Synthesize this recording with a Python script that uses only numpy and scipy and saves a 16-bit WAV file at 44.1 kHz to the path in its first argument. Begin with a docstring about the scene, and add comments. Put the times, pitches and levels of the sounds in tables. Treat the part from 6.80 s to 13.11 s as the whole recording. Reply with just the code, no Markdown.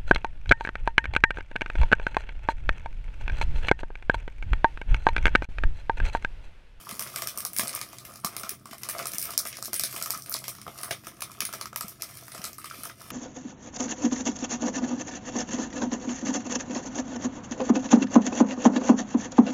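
"""A furnished room, close to a small microphone: a foil snack bag is handled.
Buckling creases snap brightly: short noise bursts ring the resonances of foil facets and larger panels.
Flexing walls pop dully through the modes of the air inside; the shifting bag gives soft, low sine thumps.
Fine random crackle fills the gaps, in surges and rests. Echoes follow all but the thumps,
over a steady low rumble of shaped noise and a faint hum."""
import sys
import numpy as np
from scipy import signal
from scipy.fft import rfft, irfft
from scipy.io import wavfile
from scipy.ndimage import uniform_filter1d

SR = 44100
rng = np.random.default_rng(int(sys.argv[2]) if len(sys.argv) > 2 else 0)


def persist_wave(psi):
    """Save psi, clipped to +-1, as 16-bit WAV."""
    counts = np.round(np.clip(psi, -1, 1) * 32767).astype(np.int16)
    wavfile.write(sys.argv[1], SR, np.atleast_2d(counts).T)


N = 278296

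# Resonances of the small foil facets. Each row: centre in Hz, width in Hz, relative level in dB.
CREASE_MODES = [(4040, 1380, -6), (5080, 1645, 5), (5870, 900, 6), (6790, 500, 0.5)]
# Top-octave resonances of the foil. Each row: centre in Hz, width in Hz, relative level in dB.
TOP_MODES = [(8670, 1180, -0.4), (9850, 2700, -2), (12130, 1130, 1.5), (15340, 1000, -11)]
# Resonances of the larger panels. Each row: centre in Hz, width in Hz, relative level in dB.
PANEL_MODES = [(1656, 200, 4), (2050, 52, 7), (2380, 630, 3.5), (3340, 880, 0), (3380, 94, -1)]
# Lower modes of the air in the bag. Each row: centre in Hz, width in Hz, relative level in dB.
AIR_LOW_MODES = [(380, 310, -12), (543, 22, -4), (665, 46, -2.5)]
# Upper modes of the air in the bag. Each row: centre in Hz, width in Hz, relative level in dB.
AIR_HIGH_MODES = [(994, 240, -5), (1253, 166, 13), (1310, 470, 2)]


def from_db(db):
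    """Decibels to gain."""
    return 10 ** (np.asarray(db) / 20)


def rms_one(x):
    """Scale to rms 1."""
    return x / np.sqrt(np.mean(x ** 2) + 1e-20)


def resonate(x, modes):
    """Parallel resonances, alternating in sign, that pass white noise at rms 1; x may hold a row per mode."""
    impulse = np.eye(1, 4096)[0]
    out, answer = 0, 0
    x = np.broadcast_to(x, (len(modes), N))
    for k, (hz, width_hz, level_db) in enumerate(modes):
        r = np.exp(-np.pi * width_hz / SR)
        gain = (-1) ** k * from_db(level_db) * (1 - r * r) / 2
        b = gain * np.array([1, 0, -1])
        a = [1, -2 * r * np.cos(2 * np.pi * hz / SR), r * r]
        out = out + signal.lfilter(b, a, x[k])
        answer = answer + signal.lfilter(b, a, impulse)
    return out / np.sqrt(np.sum(answer ** 2))


def grains(per_s, spread_db, t60_s, modes, colour_db):
    """Random bursts of dying noise, mostly weak, a few strong; a row per mode, each reached differently; rms 1."""
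    strengths = from_db(spread_db * np.minimum(rng.exponential(1, N), 3))
    marks = strengths * (rng.random(N) < per_s / SR)
    at = np.flatnonzero(marks)
    colours = from_db(colour_db * rng.standard_normal((len(at), len(modes))))
    rows = np.zeros((len(modes), N))
    rows[:, at] = marks[at] * colours.T
    envelope = signal.lfilter([1], [1, -from_db(-60 / (t60_s * SR))], rows + 1e-12)
    return rms_one(envelope * rng.standard_normal(N))


def rattles(t60_s, crack):
    """A crack, then dying noise, evened to excite all pitches alike; one row per decay time, energy 1."""
    decay = from_db(-60 * np.arange(1024) / SR / t60_s[:, None]) + 1e-9
    decay[:, 0] = crack
    rows = rng.standard_normal(decay.shape) * decay
    for _ in range(3):
        spectrum = rfft(rows)
        rows = irfft(spectrum / np.abs(spectrum))
        # put the decay back on the evened noise
        local_rms = np.sqrt(np.abs(uniform_filter1d(rows ** 2, size=9)) + 1e-14)
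        rows *= decay / local_rms
    spectrum = rfft(rows)
    return irfft(spectrum / np.abs(spectrum))


def strike(times_s, levels_db, blows, modes, shift, colour_db):
    """Each blow meets the modes shifted in pitch and reaches every one with a different strength."""
    size = 4096
    late = np.exp(-2j * np.pi * np.fft.rfftfreq(size))   # one sample of delay
    strengths = from_db(colour_db * rng.standard_normal((len(times_s), len(modes))))
    answer = 0
    for k, (hz, width_hz, level_db) in enumerate(modes):
        r = np.exp(-np.pi * width_hz / SR)
        w = 2 * np.pi * np.clip(hz * shift, 50, .45 * SR)[:, None] / SR
        poles = 1 - 2 * r * np.cos(w) * late + (r * late) ** 2
        peak = (1 - r * r) / 2 * (1 - late ** 2) / poles
        answer = answer + (-1) ** k * from_db(level_db) * strengths[:, k:k + 1] * peak
    answer = answer / np.sqrt(np.mean(np.abs(answer) ** 2, axis=1, keepdims=True))
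    rings = irfft(answer * rfft(blows, size), size)
    out = np.zeros(N + size)
    for s, level_db, ring in zip(times_s, levels_db, rings):
        out[round(s * SR):][:size] += from_db(level_db) * ring
    return out[:N]


def drift(per_s):
    """Slow random wander, rms 1, from noise through a double one-pole low-pass at per_s Hz."""
    r = np.exp(-2 * np.pi * per_s / SR)
    slow = signal.lfilter([1], [1, -2 * r, r * r], rng.standard_normal(N + SR))[SR:]
    return rms_one(slow)


def busyness():
    """Rests and irregular surges of the fingers, in dB."""
    # Moments when the fingers rest. Each row: start in seconds, length in seconds, drop in dB.
    finger_rests = [(0.0, 0.052, 3.5), (0.495, 0.049, 5), (1.398, 0.035, 12), (1.751, 0.11, 14.5),
                    (1.952, 0.06, 13), (2.542, 0.031, 19), (2.897, 0.027, 4), (3.399, 0.061, 11),
                    (4.132, 0.094, 4.5), (4.85, 0.15, 16), (5.126, 0.071, 12), (6.102, 0.074, 7.5)]
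    surge_rms_db, surges_per_s, rest_fade_s = 2, 6, 0.0016
    t = np.arange(N) / SR
    change_db = surge_rms_db * drift(surges_per_s)
    for s, length_s, drop_db in finger_rests:
        fade = np.clip((t - s) / rest_fade_s, 0, 1)
        change_db = change_db - drop_db * fade * (t < s + length_s)   # resumes at once
    return change_db


def crackle():
    """Many tiny creases give way at random while fingers slide; returns the foil's share and the air's."""
    # How busily the fingers work the bag, before the trims below.
    # Each row: time in seconds, foil level in dB, larger panel level in dB, inside air level in dB.
    handling_levels = [(0.0, -42.5, -46.5, -52.5), (0.12, -51.5, -58, -51), (0.3, -47, -52.5, -53.5),
                       (0.65, -49.5, -53, -51.5), (0.72, -54, -61.5, -60), (0.82, -46, -50, -45.5),
                       (1.09, -52.5, -57, -56.5), (1.3, -56.5, -61, -60), (1.54, -53.5, -54.5, -52.5),
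                       (1.92, -52.5, -58, -55.5), (2.15, -45.5, -48, -44), (2.41, -55, -52.5, -56.5),
                       (2.55, -47, -51, -51), (2.78, -53, -56.5, -62), (3.0, -50, -45, -80),
                       (3.16, -41, -56, -43.5), (3.34, -49, -54, -54), (3.56, -50.5, -59, -55),
                       (3.87, -55.5, -59.5, -60.5), (4.02, -50, -57, -53.5), (4.37, -60, -63.5, -61),
                       (4.7, -52.5, -53, -52), (5.04, -54.5, -56, -56), (5.38, -51.5, -56, -57),
                       (5.5, -56, -59.5, -59), (5.62, -48.5, -52, -47.5), (5.76, -55.5, -54.5, -61.5),
                       (5.97, -49.5, -53.5, -53), (6.12, -54, -55.5, -56), (6.31, -52.5, -59, -60)]
    s, *levels_db = np.transpose(handling_levels)
    t = np.arange(N) / SR
    change_db = busyness()
    foil_db, panel_db, air_db = (np.interp(t, s, level_db) + change_db for level_db in levels_db)

    foil_modes = CREASE_MODES + TOP_MODES + PANEL_MODES
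    ticks = grains(600, spread_db=5.5, t60_s=.001, modes=foil_modes, colour_db=2.5)
    ticks = ticks + from_db(-2.5) * rng.standard_normal(N)   # sliding skin rustles evenly
    crease, top, panel = np.split(ticks, np.cumsum([len(CREASE_MODES), len(TOP_MODES)]))
    bright = resonate(crease, CREASE_MODES) + from_db(2.5) * resonate(top, TOP_MODES)
    foil = from_db(foil_db - 9.5) * bright + from_db(panel_db - 8.0) * resonate(panel, PANEL_MODES)

    air_modes = AIR_HIGH_MODES + AIR_LOW_MODES
    flexes = grains(350, spread_db=2.5, t60_s=.004, modes=air_modes, colour_db=3.5)
    high, low = np.split(flexes, [len(AIR_HIGH_MODES)])
    air = resonate(high, AIR_HIGH_MODES) + from_db(-2.0) * resonate(low, AIR_LOW_MODES)
    return foil, from_db(air_db - 2.0) * air


def rumble():
    """Low room rumble: steady noise given a spectrum that falls off above the bass."""
    # Rumble spectrum. Each row: frequency in Hz, relative density in dB per Hz.
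    rumble_spectrum = [(18, -79), (30, -13), (118, -0.5), (172, -5), (211, -1), (258, -10), (320, -5.5),
                       (450, -17), (580, -63), (990, -120)]
    level_db = -56.5
    points = np.array(rumble_spectrum)
    hz = np.fft.rfftfreq(N, 1 / SR) + 1   # keeps the log finite
    shape = from_db(np.interp(np.log(hz), np.log(points[:, 0]), points[:, 1]))
    return from_db(level_db) * rms_one(irfft(shape * rfft(rng.standard_normal(N)), N))


def hum():
    """A distant motor: noise through one narrow resonance."""
    hz, width_hz, level_db = 126.5, 5.4, -60
    return from_db(level_db) * resonate(rng.standard_normal(N), [(hz, width_hz, 0)])


def room(x):
    """Early echoes, then dense ones that die band by band; the bag moves, so their fine pattern keeps changing."""
    # Dense echoes. Each row: frequency in Hz, 60 dB decay time in seconds, relative level in dB.
    band_decays = [(144, 0.17, 9), (620, 0.15, 3), (1153, 0.14, 2), (2900, 0.14, 9), (5960, 0.14, 6),
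                   (13800, 0.14, 7)]
    # First echoes, from the chest behind the bag and then the near walls. Each row: delay in ms, level in dB.
    first_echoes = [(1.7, -15), (10.0, -16), (11.5, -17), (14.2, -18), (16.8, -19), (21.8, -19)]
    tail_db, wall_delay_s, wall_rise_s = 2.5, .0092, .003
    near_share, near_t60_s = 1.02, 0.051   # hands and bag scatter sound before the walls answer
    length, step = SR // 3, 4096
    t, table = np.arange(length) / SR, np.array(band_decays)
    edges_hz = np.geomspace(100, 19000, 12)
    centres = np.log(edges_hz[:-1] * edges_hz[1:]) / 2
    t60_s, level_db = (np.interp(centres, np.log(table[:, 0]), table[:, k])[:, None] for k in (1, 2))
    walls = np.clip((t - wall_delay_s) / wall_rise_s, 0, 1)
    near = near_share * from_db(-60 * t / near_t60_s)
    shape = from_db(level_db - 60 * t / t60_s) * (walls + near)
    white = rng.standard_normal(N + length)
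    bands = np.array([signal.sosfilt(signal.butter(2, edge, "band", fs=SR, output="sos"), white)
                      for edge in zip(edges_hz, edges_hz[1:])])
    out = np.zeros(N + SR)
    for at in range(0, N, step):
        tail = np.sum(shape * bands[:, at:at + length], axis=0)
        tail *= from_db(tail_db) / np.sqrt(np.sum(tail ** 2))
        for ms, echo_db in first_echoes:
            tail[round((ms + rng.normal(0, .15)) * SR / 1000)] += from_db(echo_db)
        wet = signal.fftconvolve(x[at:at + step], tail)
        out[at:at + len(wet)] += wet
    return out[:N]


def pops():
    """A flexing wall pushes the air in the bag, which rings in a lower and a higher group of modes."""
    # Stronger wall flexes, levels before the make-up gains below. Each row: start in seconds,
    # upper-mode level in dB, lower-mode level relative to it in dB, pitch in Hz.
    wall_flexes = [(0.069, -33, -26, 1160), (0.1122, -34.5, -16, 1190), (0.1944, -35.5, -11, 1150),
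                   (0.2129, -32.5, -20, 1249), (0.265, -34, -12.5, 1240), (0.32, -46, -20, 1140),
                   (0.3602, -36, -12, 1400), (0.3903, -35, -20, 1180), (0.421, -31, -8.5, 1190),
                   (0.472, -39.5, -11, 1190), (0.577, -35.5, -9.5, 1200), (0.6524, -30.5, -13, 1190),
                   (0.7945, -26, -8, 1270), (0.831, -41.5, 6, 1230), (0.858, -40.5, -4, 1230),
                   (0.939, -32, -15, 1200), (0.9752, -32.5, -16, 1210), (1.0154, -33.5, -17, 1200),
                   (1.1318, -39.5, -7, 1100), (1.438, -38, -15, 1220), (1.446, -22, -15, 1140),
                   (1.471, -30.5, -36, 1222), (1.566, -33.5, -11, 1230), (1.6342, -30, -14, 1320),
                   (1.6933, -54, -19, 1268), (1.856, -37, -20, 1130), (1.93, -36, -6, 1210),
                   (2.034, -42, -21, 1210), (2.089, -34, -10, 1200), (2.149, -31, -14, 1140),
                   (2.1962, -28, -12, 1310), (2.2563, -30, -14, 1240), (2.336, -38.5, -5.5, 1290),
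                   (2.5071, -35.5, -11, 1220), (2.5775, -38.5, -5, 1210), (2.6017, -36, -28, 1290),
                   (2.654, -34.5, -6, 1260), (2.768, -42, -23, 1300), (2.7848, -43.5, 1.5, 1250),
                   (2.825, -34.5, -11.5, 1260), (2.8812, -39.5, -2, 1260), (2.9307, -31, -7.5, 1160),
                   (2.9976, -36, -10, 1250), (3.0371, -34, -7.5, 1470), (3.1422, -39.0, -20, 1240),
                   (3.2146, -31, -12, 1375), (3.2597, -33, -21, 1197), (3.302, -31, -18, 1226),
                   (3.3369, -31, -19, 1230), (3.349, -33, -17, 1240), (3.5177, -33, -18, 1360),
                   (3.548, -30.5, -11, 1230), (3.6802, -36.5, -5, 1160), (3.749, -46.5, -28, 1250),
                   (3.7852, -41, -25, 1180), (3.8654, -33.5, -7, 1250), (3.8791, -37.5, 2, 1254),
                   (3.956, -44, -26, 1260), (4.0332, -35.5, -7, 1300), (4.0463, -36, -22, 1280),
                   (4.1085, -34.5, 5.5, 1350), (4.2699, -34, -8.5, 1280), (4.421, -29, -20, 1180),
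                   (4.498, -41.5, -10, 1200), (4.605, -35.5, -28, 1230), (4.6201, -32, -10, 1250),
                   (4.69, -34.4, -10, 1300), (4.7266, -37, -22, 1300), (4.7361, -30, -12.5, 1210),
                   (4.812, -30.5, -23, 1160), (4.8564, -30.5, -28, 1250), (4.929, -34.5, -10.5, 1280),
                   (4.961, -30.5, -18.1, 1252), (5.01, -30, -21, 1240), (5.2294, -36, -14, 1220),
                   (5.4813, -39, -26, 1310), (5.549, -38.5, -2, 1350), (5.577, -39, -16, 1260),
                   (5.6436, -30.5, -15, 1280), (5.7842, -33.5, -23, 1260), (5.8428, -32.5, -20, 1205),
                   (5.9109, -29.5, -33, 1350), (6.035, -34, -29, 1280), (6.0563, -33, -11, 1270),
                   (6.0972, -35, -16, 1220), (6.3048, -34.5, -19, 1210)]
    unshifted_hz = 1240   # this pitch leaves the upper modes as listed
    s, level_db, low_db, hz = np.transpose(wall_flexes)
    blows = rattles(np.full(len(s), 0.012), crack=2.47)
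    high = strike(s, level_db + 18.5, blows, AIR_HIGH_MODES, hz / unshifted_hz, colour_db=4.0)
    shift = 1 + 0.019 * rng.standard_normal(len(s))
    low = strike(s, level_db + low_db + 22, blows, AIR_LOW_MODES, shift, colour_db=2.0)
    # the pops carry little treble above about 2.2 kHz
    return signal.sosfilt(signal.butter(2, 2200, fs=SR, output="sos"), high + low)


def snaps():
    """A crease cracks and rattles for a few milliseconds, shaking small facets and larger panels at once."""
    # Louder creases buckling, levels as if spread over 5 ms. Each row: start in seconds, crease level in dB,
    # top octave level in dB, larger panel level in dB, rattle 60 dB decay in ms (held to 1-40 below).
    crease_buckles = [(0.0918, -42.5, -39, -43, 13), (0.1109, -42, -39, -45, 19),
                      (0.1943, -33, -30, -41, 3.8), (0.2236, -42, -34, -42.5, 11.5),
                      (0.2723, -42, -43, -46, 38), (0.36, -33.5, -30.5, -37, 13),
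                      (0.3846, -43, -38, -42.5, 18), (0.4208, -33.5, -32.5, -39, 17),
                      (0.4726, -32, -31, -41.5, 4.3), (0.5752, -36.5, -32, -59, 4.6),
                      (0.5845, -56, -33.5, -48.5, 9.2), (0.6045, -40, -35.5, -47, 8),
                      (0.6508, -32, -27.5, -46, 0.88), (0.733, -49, -36.5, -54, 5),
                      (0.7647, -37, -30, -39.5, 10), (0.775, -42, -31, -58, 39),
                      (0.7855, -31, -24, -49, 4.7), (0.7952, -31.5, -29, -30, 11),
                      (0.8046, -37, -36, -54, 29), (0.8346, -39.3, -36, -50, 20.3),
                      (0.873, -37, -38, -46, 12.4), (0.88, -43, -30.5, -64, 6.4),
                      (0.8933, -38.5, -43, -43.5, 9.3), (0.93, -43, -45, -45, 11),
                      (0.9499, -48, -30.5, -55, 9), (0.9594, -39, -44, -41, 55),
                      (0.9911, -46, -44.1, -46, 12), (1.014, -35, -35.5, -40, 7.3),
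                      (1.13, -49, -49, -56, 20), (1.185, -43, -45.5, -56, 4.4),
                      (1.251, -46.5, -43, -47, 28), (1.33, -69, -60, -70, 12),
                      (1.358, -45.5, -46.5, -57, 6.7), (1.367, -59, -62, -72, 14), (1.4, -58, -52, -67, 6),
                      (1.447, -29.5, -27.5, -38, 31), (1.566, -37.5, -34, -43, 5.1),
                      (1.5962, -45.8, -37.5, -49, 30), (1.6337, -38.5, -42, -41, 18),
                      (1.6928, -35, -30.5, -41.5, 11), (1.717, -64, -56, -50.5, 15),
                      (1.8565, -50.4, -49, -53, 9), (1.9109, -47, -49, -46.5, 28),
                      (1.933, -48, -46.5, -52, 6.3), (1.982, -52, -45, -55, 15),
                      (2.0338, -35.5, -37, -41.5, 8.7), (2.0885, -37, -30, -40.5, 16),
                      (2.0968, -39.5, -31, -45, 28), (2.184, -39.5, -42, -49, 12),
                      (2.191, -40, -39, -37, 26), (2.2264, -41, -50, -46, 21),
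                      (2.2563, -34.5, -36, -45, 3.3), (2.2701, -39, -31, -46, 4.8),
                      (2.3187, -42, -38, -55, 5.2), (2.335, -39, -36, -45, 20),
                      (2.346, -47, -39, -59.3, 19), (2.356, -51, -40, -49, 14),
                      (2.3833, -33.5, -27, -54, 3.1), (2.415, -39, -34, -53, 17.4),
                      (2.426, -37.5, -30, -44.5, 32), (2.454, -38.5, -34, -45.5, 22),
                      (2.506, -41.5, -36.5, -48, 8.7), (2.536, -42, -58, -45.5, 5.5),
                      (2.5778, -22, -21.5, -45, 1.5), (2.6525, -40, -38, -42.3, 21),
                      (2.664, -47, -38.5, -39.5, 38), (2.6719, -39.5, -32.5, -62, 19),
                      (2.728, -42, -63, -41, 9.5), (2.7698, -40.5, -41.5, -63.5, 13),
                      (2.8257, -36.5, -36.5, -63, 4.5), (2.8477, -45, -38, -52, 7.4),
                      (2.8561, -36.5, -35, -50, 27), (2.9322, -34, -28, -43, 9),
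                      (2.9417, -33.5, -29, -53, 5.2), (2.9624, -49.5, -31, -45, 22),
                      (2.996, -28, -25.5, -39.5, 8.8), (3.036, -27, -27.5, -41.5, 14),
                      (3.0425, -35, -35, -52, 6.4), (3.111, -49.5, -43, -56, 15),
                      (3.127, -49, -40, -47, 21), (3.1627, -41, -37, -38.5, 22),
                      (3.1779, -55.1, -41, -52, 14), (3.2139, -44, -51, -41, 6.5),
                      (3.225, -33, -28.5, -57, 6), (3.2597, -36.5, -35, -42.5, 18),
                      (3.3056, -30, -26.5, -42, 9.6), (3.3444, -39.5, -42, -47, 15),
                      (3.375, -50, -40, -66, 11), (3.422, -43.5, -44, -69, 5.5), (3.461, -48, -47, -54, 18),
                      (3.4958, -47, -33.5, -69.3, 5.1), (3.516, -47, -39, -61, 18),
                      (3.5246, -37, -35, -50, 18), (3.5401, -29.5, -30, -42, 17),
                      (3.566, -36.5, -42, -44, 9.2), (3.5893, -49.6, -40, -57, 12),
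                      (3.641, -42, -41.5, -41.5, 14), (3.6812, -35, -33.5, -41.5, 11),
                      (3.6907, -58, -36.5, -60, 19), (3.751, -50, -47, -57, 8),
                      (3.7845, -50, -66.5, -57, 11), (3.8153, -46.5, -47, -51.5, 13),
                      (3.867, -58, -56, -61, 21), (3.8786, -50, -55, -45.5, 13),
                      (3.9775, -50, -46, -51.5, 29), (3.9868, -44, -45, -50.5, 25),
                      (4.013, -48, -42, -53, 13), (4.0329, -38, -32, -42.5, 8.2),
                      (4.044, -58, -39, -56, 24), (4.109, -31.5, -33.5, -30, 30),
                      (4.245, -52, -54, -53, 28), (4.269, -43, -41.5, -44, 11),
                      (4.4068, -45.5, -39.5, -49, 11), (4.42, -39, -36, -37, 20),
                      (4.4234, -36.5, -35, -61, 11), (4.5165, -48, -47.5, -57, 12),
                      (4.6054, -28.5, -28, -32, 12), (4.652, -35, -29.5, -41, 13),
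                      (4.728, -42.5, -41, -48, 13), (4.7364, -37.5, -37.5, -45.5, 38),
                      (4.812, -34.5, -36.5, -41, 11), (4.8569, -40.5, -45, -46, 18),
                      (4.9306, -51, -56, -56, 5.5), (4.9603, -34.5, -30.5, -40, 4.9),
                      (5.0094, -35, -31.5, -47, 8.1), (5.082, -44.5, -39, -62, 16),
                      (5.09, -62, -46, -74, 31), (5.2214, -33.5, -32, -43, 6.1), (5.341, -56, -51, -64, 12),
                      (5.3527, -52, -49, -68, 12), (5.371, -47, -42.5, -51, 48), (5.455, -68, -52, -70, 17),
                      (5.481, -51, -47, -60, 36), (5.5186, -45, -43, -47.5, 44),
                      (5.5474, -45, -42, -48, 50), (5.578, -46, -45, -48, 25), (5.6168, -48, -53, -46, 16),
                      (5.641, -34, -33, -40.5, 24), (5.652, -40, -36, -48, 7.4), (5.674, -49, -45, -58, 16),
                      (5.7314, -46, -48, -67, 6.2), (5.7828, -49.5, -41, -60, 13),
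                      (5.8436, -43.5, -44, -47.5, 17), (5.8562, -47, -42, -44, 25),
                      (5.8998, -44.5, -53, -47.5, 13), (6.0343, -45, -35.5, -63, 12),
                      (6.0534, -41.5, -40, -47.5, 15), (6.0975, -51, -65, -53.5, 7.9),
                      (6.2174, -50.5, -50, -56, 14), (6.3037, -43.5, -41.5, -40, 20)]
    level_span_s = .005
    size_spread = 0.054   # every crease has its own size, so its resonances shift by this share
    s, *levels_db, rattle_ms = np.transpose(crease_buckles)
    # level to energy
    crease_db, top_db, panel_db = np.array(levels_db) + 10 * np.log10(level_span_s * SR)
    blows = rattles(np.clip(rattle_ms, 1, 40) / 1000, crack=3.92)
    shift = 1 + size_spread * rng.standard_normal(len(s))
    crease = strike(s, crease_db, blows, CREASE_MODES, shift, colour_db=0.5)
    top = strike(s, top_db, blows, TOP_MODES, shift, colour_db=1.8)
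    panel = strike(s, panel_db, blows, PANEL_MODES, np.sqrt(shift), colour_db=-0.5)
    return crease + top - panel


def thumps():
    """The full bag shifts in the hands: soft low knocks, a few sine cycles that swell and die."""
    # Shifts of the bag. Each row: start in seconds, level in dB before 11 dB of make-up, pitch in Hz.
    bag_shifts = [(0.124, -41.5, 207), (0.792, -40, 213), (0.833, -41, 225), (1.446, -36, 192),
                  (1.637, -45, 207), (1.716, -48, 393), (1.913, -46, 235), (2.343, -46.5, 190),
                  (3.018, -46, 136), (3.141, -46, 347), (3.36, -47.5, 180), (3.875, -47, 151),
                  (4.111, -42, 140), (4.269, -49.5, 320), (4.63, -46, 206), (5.043, -41.5, 190),
                  (5.593, -44, 176), (5.987, -47, 260)]
    rise_s, t60_s = 0.0013, 0.044
    out, t = np.zeros(N + 4096), np.arange(4096) / SR
    swell = (1 - np.exp(-t / rise_s)) * from_db(-60 * t / t60_s)
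    for s, level_db, hz in bag_shifts:
        out[round(s * SR):][:4096] += from_db(level_db + 11.0) * swell * np.sin(2 * np.pi * hz * t)
    return out[:N]


def scene():
    """Bag, its echoes, and the steady background."""
    foil, air = crackle()
    foil = foil + snaps()
    air = air + pops()
    air_send_db = -2   # soft furnishings and clothes return less of the dull sounds
    echoes = room(foil + from_db(air_send_db) * air)
    return (foil + air + thumps() + echoes + rumble() + hum())[None]


def record(dry):
    """The small capsule drops the deepest bass; the top is cut steeply."""
    stop_hz = 16700   # 70 dB down from here up
    dry = signal.sosfilt(signal.butter(3, 45, "high", fs=SR, output="sos"), dry)
    return signal.sosfilt(signal.cheby2(14, 70, stop_hz, fs=SR, output="sos"), dry)


dry = scene()
out = record(dry)
persist_wave(out)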